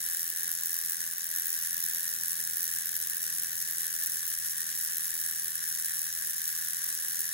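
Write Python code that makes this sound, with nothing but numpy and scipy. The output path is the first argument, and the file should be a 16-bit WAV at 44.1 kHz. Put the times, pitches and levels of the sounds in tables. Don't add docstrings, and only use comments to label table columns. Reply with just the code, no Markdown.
import sys
import numpy as np
from scipy import signal
from scipy.fft import rfft, irfft, next_fast_len
from scipy.io import wavfile
from scipy.ndimage import uniform_filter1d

SR = 44100
rng = np.random.default_rng(int(sys.argv[2]) if len(sys.argv) > 2 else 0)


def dump(signal):
    limited = np.clip(np.atleast_2d(signal).T, -1, 1)
    pcm = np.round(limited * 32767).astype(np.int16)
    wavfile.write(sys.argv[1], SR, pcm)


def attenuation_scalar(level_db):
    decades = np.asarray(level_db, float) / 20
    return 10 ** decades


N = 323253
SIZE = next_fast_len(N + SR // 2)
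TIME, FREQ = np.arange(N) / SR, np.arange(SIZE // 2 + 1) * SR / SIZE


def unit(x):
    return x / np.sqrt(np.mean(x ** 2))


def curve(table, at):
    return np.interp(at, *np.transpose(table))


def walk(rate):
    hold = int(SR / rate)
    steps = np.repeat(rng.standard_normal(N // hold + 1), hold)
    return 1.4 * uniform_filter1d(uniform_filter1d(steps, hold), hold)[:N]


def smear(x, ms):
    return signal.lfilter([1], [1, -np.exp(-1000 / (max(ms, .02) * SR))], x)


def by_load(rule, load):
    return np.interp(load, [0, rule[2]], rule[:2])


def bumps(table, at, order=2):
    return sum(row[order] * np.exp(-(2 * (at - row[0]) / row[1]) ** 2) for row in table)


# (frequency [Hz], density [dB per Hz])
FLOOR_SPECTRUM = [(15, -50), (28, -20), (65, -0.5), (118, -9), (162, -1.5), (187, -13), (215, -11),
                  (357, -12.5), (776, -14.5), (939, -19), (1100, -3), (1430, -36), (2420, -120)]
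# (time [s], length [s], level below 130 Hz [dB], level above [dB])
SWELLS = [
    (.5, 1.2, -2.5, 3.5),
    (2.6, 3.1, 2, 5),
    (3.45, 0.38, 4.5, 0),
    (4.25, .6, 2, -3.5),
    (4.63, .08, 2, 7.5),
    (6.1, 0.14, 2, 0),
    (7.15, 0.51, .5, 4),
]


def room_floor():
    out = 0
    low_db, high_db = bumps(SWELLS, TIME), bumps(SWELLS, TIME, order=3)
    spectrum_hz, spectrum_db = np.transpose(FLOOR_SPECTRUM)
    for hz in 30 * 2 ** np.arange(0, 5.4, .5):
        band = signal.butter(2, [hz / 1.19, hz * 1.19], "band", fs=SR, output="sos")
        mid, side = signal.sosfilt(band, rng.standard_normal((2, N)))
        swell_db = low_db if hz < 130 else high_db
        db = np.interp(np.log(hz), np.log(spectrum_hz), spectrum_db) + swell_db + 1.6 * walk(5.5)
        side_share = np.clip(.36 + hz / 1800, 0, 1)
        out = out + attenuation_scalar(db) * (mid + side_share * side * np.array([[1], [-1]]))
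    return unit(out) * attenuation_scalar(-67.5 + np.array([[.8], [-.8]]))


def room(x):
    t60_s, level_db = .2, -19
    t = np.arange(SR // 3) / SR
    decay = np.exp(-np.log(1000) * t / t60_s) * (t > .002)
    tail = rng.standard_normal((2, len(t))) * decay
    tail /= np.sqrt(np.sum(tail ** 2) / 2)
    return attenuation_scalar(level_db) * signal.fftconvolve(x, tail, axes=1)[:, :N]


# (time [s], peak level [dB], frequency just above the band [Hz]
THUDS = [
    (4.607, -72, 463),
    (5.308, -69, 220),
]


def thuds(decay_s=0.029):
    out = np.zeros(N)
    t = np.arange(SR // 8) / SR
    for s, peak_db, hz in THUDS:
        band = signal.butter(1, [hz / 1.3, hz * 0.8], "band", fs=SR, output="sos")
        burst = unit(signal.sosfilt(band, rng.standard_normal(len(t))))
        start = int(s * SR)
        out[start:start + len(t)] += attenuation_scalar(peak_db + 6) * burst * np.exp(-t / decay_s)
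    return out


# (time [s], speed [turns per s])
SPEED = [(0, 83.953), (0.4, 84.093), (1.0, 83.788), (1.3, 83.978), (2.1, 83.399), (2.7, 83.508),
         (3.4, 83.176), (4, 82.799), (4.9, 82.156), (5.7, 82.15), (6.4, 82.447), (7.33, 82.61)]


def shaft():
    start_turn, free_hz, drag_hz = -.36, 84., 1.8
    speed = curve(SPEED, TIME)
    return start_turn + np.cumsum(speed) / SR, (free_hz - speed) / drag_hz


# (multiple of shaft rate [1], level [dB])
HUM_ORDERS = [(3, 0), (5, -4), (6, -5), (8, -7)]
# (time [s], length [s], level [dB])
HUM_DIPS = [
    (.16, 0.13, -15),
    (.41, .07, -15),
    (.6, .12, -3),
    (.79, 0.066, -17),
    (1.18, .12, -7),
    (1.53, 0.086, -5),
    (2.82, .08, -3),
    (4.3, 0.14, -4),
    (7.03, .08, -8),
]


def hum(angle, load):
    once_db = by_load((-12, -7.5, 0.7), load) + 2.7 * walk(7)
    lines = np.sin(4 * np.pi * angle) + attenuation_scalar(once_db) * np.sin(2 * np.pi * angle + 1)
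    for k, db in HUM_ORDERS:
        lines += attenuation_scalar(-15 + db + 2 * walk(3.18)) * np.sin(2 * np.pi * k * angle)
    twice_db = by_load((-69.5, -68.5, 0.3), load) + bumps(HUM_DIPS, TIME)
    port_db = np.array([[.6], [-.6]])
    return np.sqrt(2) * attenuation_scalar(twice_db + 0.4 * walk(16) + port_db) * lines


# (time [s], peak level [dB])
HARD = [(0.396, -18), (0.4788, -16), (0.5387, -18), (0.7891, -16), (0.9318, -16), (1.1822, -17),
        (1.3848, -16), (1.504, -17), (1.7305, -18), (1.8262, -17), (1.8861, -17), (2.138, -18),
        (2.2822, -16), (2.6414, -18), (2.8923, -18), (3.0724, -18), (3.1692, -16), (3.2405, -18),
        (3.3852, -17), (3.6257, -19), (3.71, -16), (3.8187, -18), (4.0716, -19), (4.2782, -21),
        (4.3874, -21), (4.9696, -18), (6.8892, -19), (7.1926, -19)]
# (time [s], length [s], level [dB])
SLACK = [
    (0.55, 0.058, -2.5),
    (1.0, 0.12, -3),
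    (1.13, 0.15, -5),
    (1.27, 0.079, -5.5),
    (1.59, 0.057, -3),
    (3.01, 0.027, -2),
    (5.42, 0.039, -7),
]


def knock_times(angle, load):
    jitter_turn, recoil, hard_above_db = .016, .5, -21.5
    wander_db, wander_per_s = 1.3, 40
    turn = np.arange(np.ceil(angle[0]), angle[-1])
    at = np.interp(turn, angle, TIME)
    load = np.interp(at, TIME, load)
    place = np.array([0 * at, .14 + 0 * at, .465 + 0 * at, by_load((.62, .81, 0.84), load)])
    chance = np.clip(rng.standard_normal((len(turn), 8)).T, -2.5, 1.5)
    place += jitter_turn * chance[:4] * np.array([[1], [1.5], [2], [1.5]]) - .03
    blow = np.minimum(chance[4:] - recoil * np.roll(chance[4:], 1, axis=1), 1)
    spread_db = by_load((2.6, 3.4, .6), load) * blow * np.array([[1], [1.6], [1.4], [1.6]])
    wander = np.interp(at, TIME, walk(wander_per_s))
    spread_db += np.minimum(wander_db * wander, wander_db)
    slack_db = bumps(SLACK, at)
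    force_db = by_load((3, -2.5, .8), load) + slack_db
    free = np.ones_like(place)
    for s, peak_db in HARD:
        k = np.argmin(abs(at - s))
        force_db[k], free[0, k] = peak_db - hard_above_db, 0
        place[0, k] = np.interp(s, TIME, angle) - turn[k]
    rebound_db, half_db, late_db = (-6, -6, .8), (-13, 0.5, .6), (0.5, 0, .9)
    weaker_db = [by_load(rule, load) + .5 * slack_db for rule in (rebound_db, half_db, late_db)]
    return np.interp(turn + place, angle, TIME), force_db, np.array([0 * at] + weaker_db), spread_db, free


# (frequency [Hz], level difference [dB])
PORT_DB = [(60, 1.0), (110, 1.0), (200, 1.5), (380, 1.0), (700, 3.6), (1290, 11.0), (2380, 11.5),
           (4400, 2.0), (8120, 0.03), (15000, 0.1)]
# (frequency [Hz], phase lead [rad])
PORT_LEAD = [(0, 0), (780, -0.2), (1120, -0.2), (1460, 4.2), (1810, 5.1), (2150, 4.2), (2840, 8.6),
             (4220, 6.0), (5080, 10.0), (5940, 8.5), (6800, 6.3), (11600, -0.4), (15600, -6.0),
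             (16700, -6.3)]
# (frequency [Hz], likeness [0-1])
PORT_ALIKE = [(900, .55), (1750, .82), (2400, .45), (3900, .75), (4700, .4), (5800, .65), (7000, .78),
              (8500, .95)]


def two_ports(left, other):
    alike = curve(PORT_ALIKE, FREQ)
    right = alike * left + np.sqrt(1 - alike ** 2) * other
    right *= attenuation_scalar(-curve(PORT_DB, FREQ)) * np.exp(-1j * curve(PORT_LEAD, FREQ))
    return np.array([left, right])


def part(knocks, modes, drive):
    at, force_db, weaker_db, spread_db, free = knocks
    (lead_ms, rise_ms, decay_ms, click_db, share, own_db, rub_db), weak_db = drive
    own = np.clip(rng.standard_normal(at.T.shape).T, -3, 1)
    scatter_db = np.sqrt(share) * spread_db + own_db * own
    size_db = weaker_db + np.array([0, *weak_db])[:, None] + free * scatter_db
    size_db[0] += share * force_db
    sample = ((at.ravel() - lead_ms / 1000).clip(0) * SR).astype(int)
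    blows = np.bincount(sample, attenuation_scalar(size_db.ravel()), N)[:N]
    tail = smear(smear(blows, rise_ms), decay_ms)
    rattle = unit(tail) + attenuation_scalar(rub_db + 2 * walk(40))
    click = attenuation_scalar(click_db) * blows / np.sqrt(np.mean(blows ** 2) * decay_ms * SR / 2000)
    contacts = rattle * np.sign(rng.standard_normal((2, N))) + click * np.array([[1], [0]])
    left, other = rfft(contacts, SIZE)
    ring = 0
    for k, (hz, width_hz, db) in enumerate(modes):
        detuning = (FREQ - hz ** 2 / (FREQ + 1)) / (1.627 * width_hz)
        ring = ring + (-1) ** k * attenuation_scalar(db) / (1 + 1j * detuning) ** 2
    return irfft(ring * two_ports(left, other), SIZE)[:, :N]


# (frequency [Hz], width [Hz], level [dB])
GRIP = [(1171, 56, -41), (1447, 24, -37), (1725, 228, -28.5), (2935, 540, -45.5), (3785, 580, -41.5)]
TUBE = [(5080, 1360, -41), (5744, 570, -31), (6770, 1370, -39)]
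TIP = [(8560, 970, -30.5), (9910, 737, -28), (11500, 1350, -34.5)]
EDGE = [(12450, 1400, -28.5), (15630, 480, -32.5), (13960, 1300, -30)]
# (rebound [dB], half-turn [dB], late [dB])
GRIP_DRIVE = (1.6, 1.3, 1.9, -20, .1, .2, -7), (4, -10, -3)
TUBE_DRIVE = (.6, .05, 2.2, -4, .25, .4, -8), (-5, -10, -7)
TIP_DRIVE = (.2, .08, 1.3, -10, .55, .7, -12), (-1, -2.5, -2.5)
EDGE_DRIVE = (.15, .15, .48, -7, .95, 1.6, -18), (-7, -8, -10)


def machine(angle, load):
    knocks = knock_times(angle, load)
    body = part(knocks, GRIP, GRIP_DRIVE) + part(knocks, TUBE, TUBE_DRIVE)
    return body + part(knocks, TIP, TIP_DRIVE) + part(knocks, EDGE, EDGE_DRIVE)


def scene():
    angle, load = shaft()
    knocking = machine(angle, load)
    return room_floor() + thuds() + hum(angle, load) + room(knocking) + knocking


def roll_off(x):
    return signal.sosfilt(signal.butter(12, 17140, fs=SR, output="sos"), x)


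def record(dry):
    low_pass = signal.ellip(10, .1, 22, 15870, fs=SR, output="sos")
    cut = signal.sosfiltfilt(low_pass, dry)
    return roll_off(cut)


dry = scene()
out = record(dry)
dump(out)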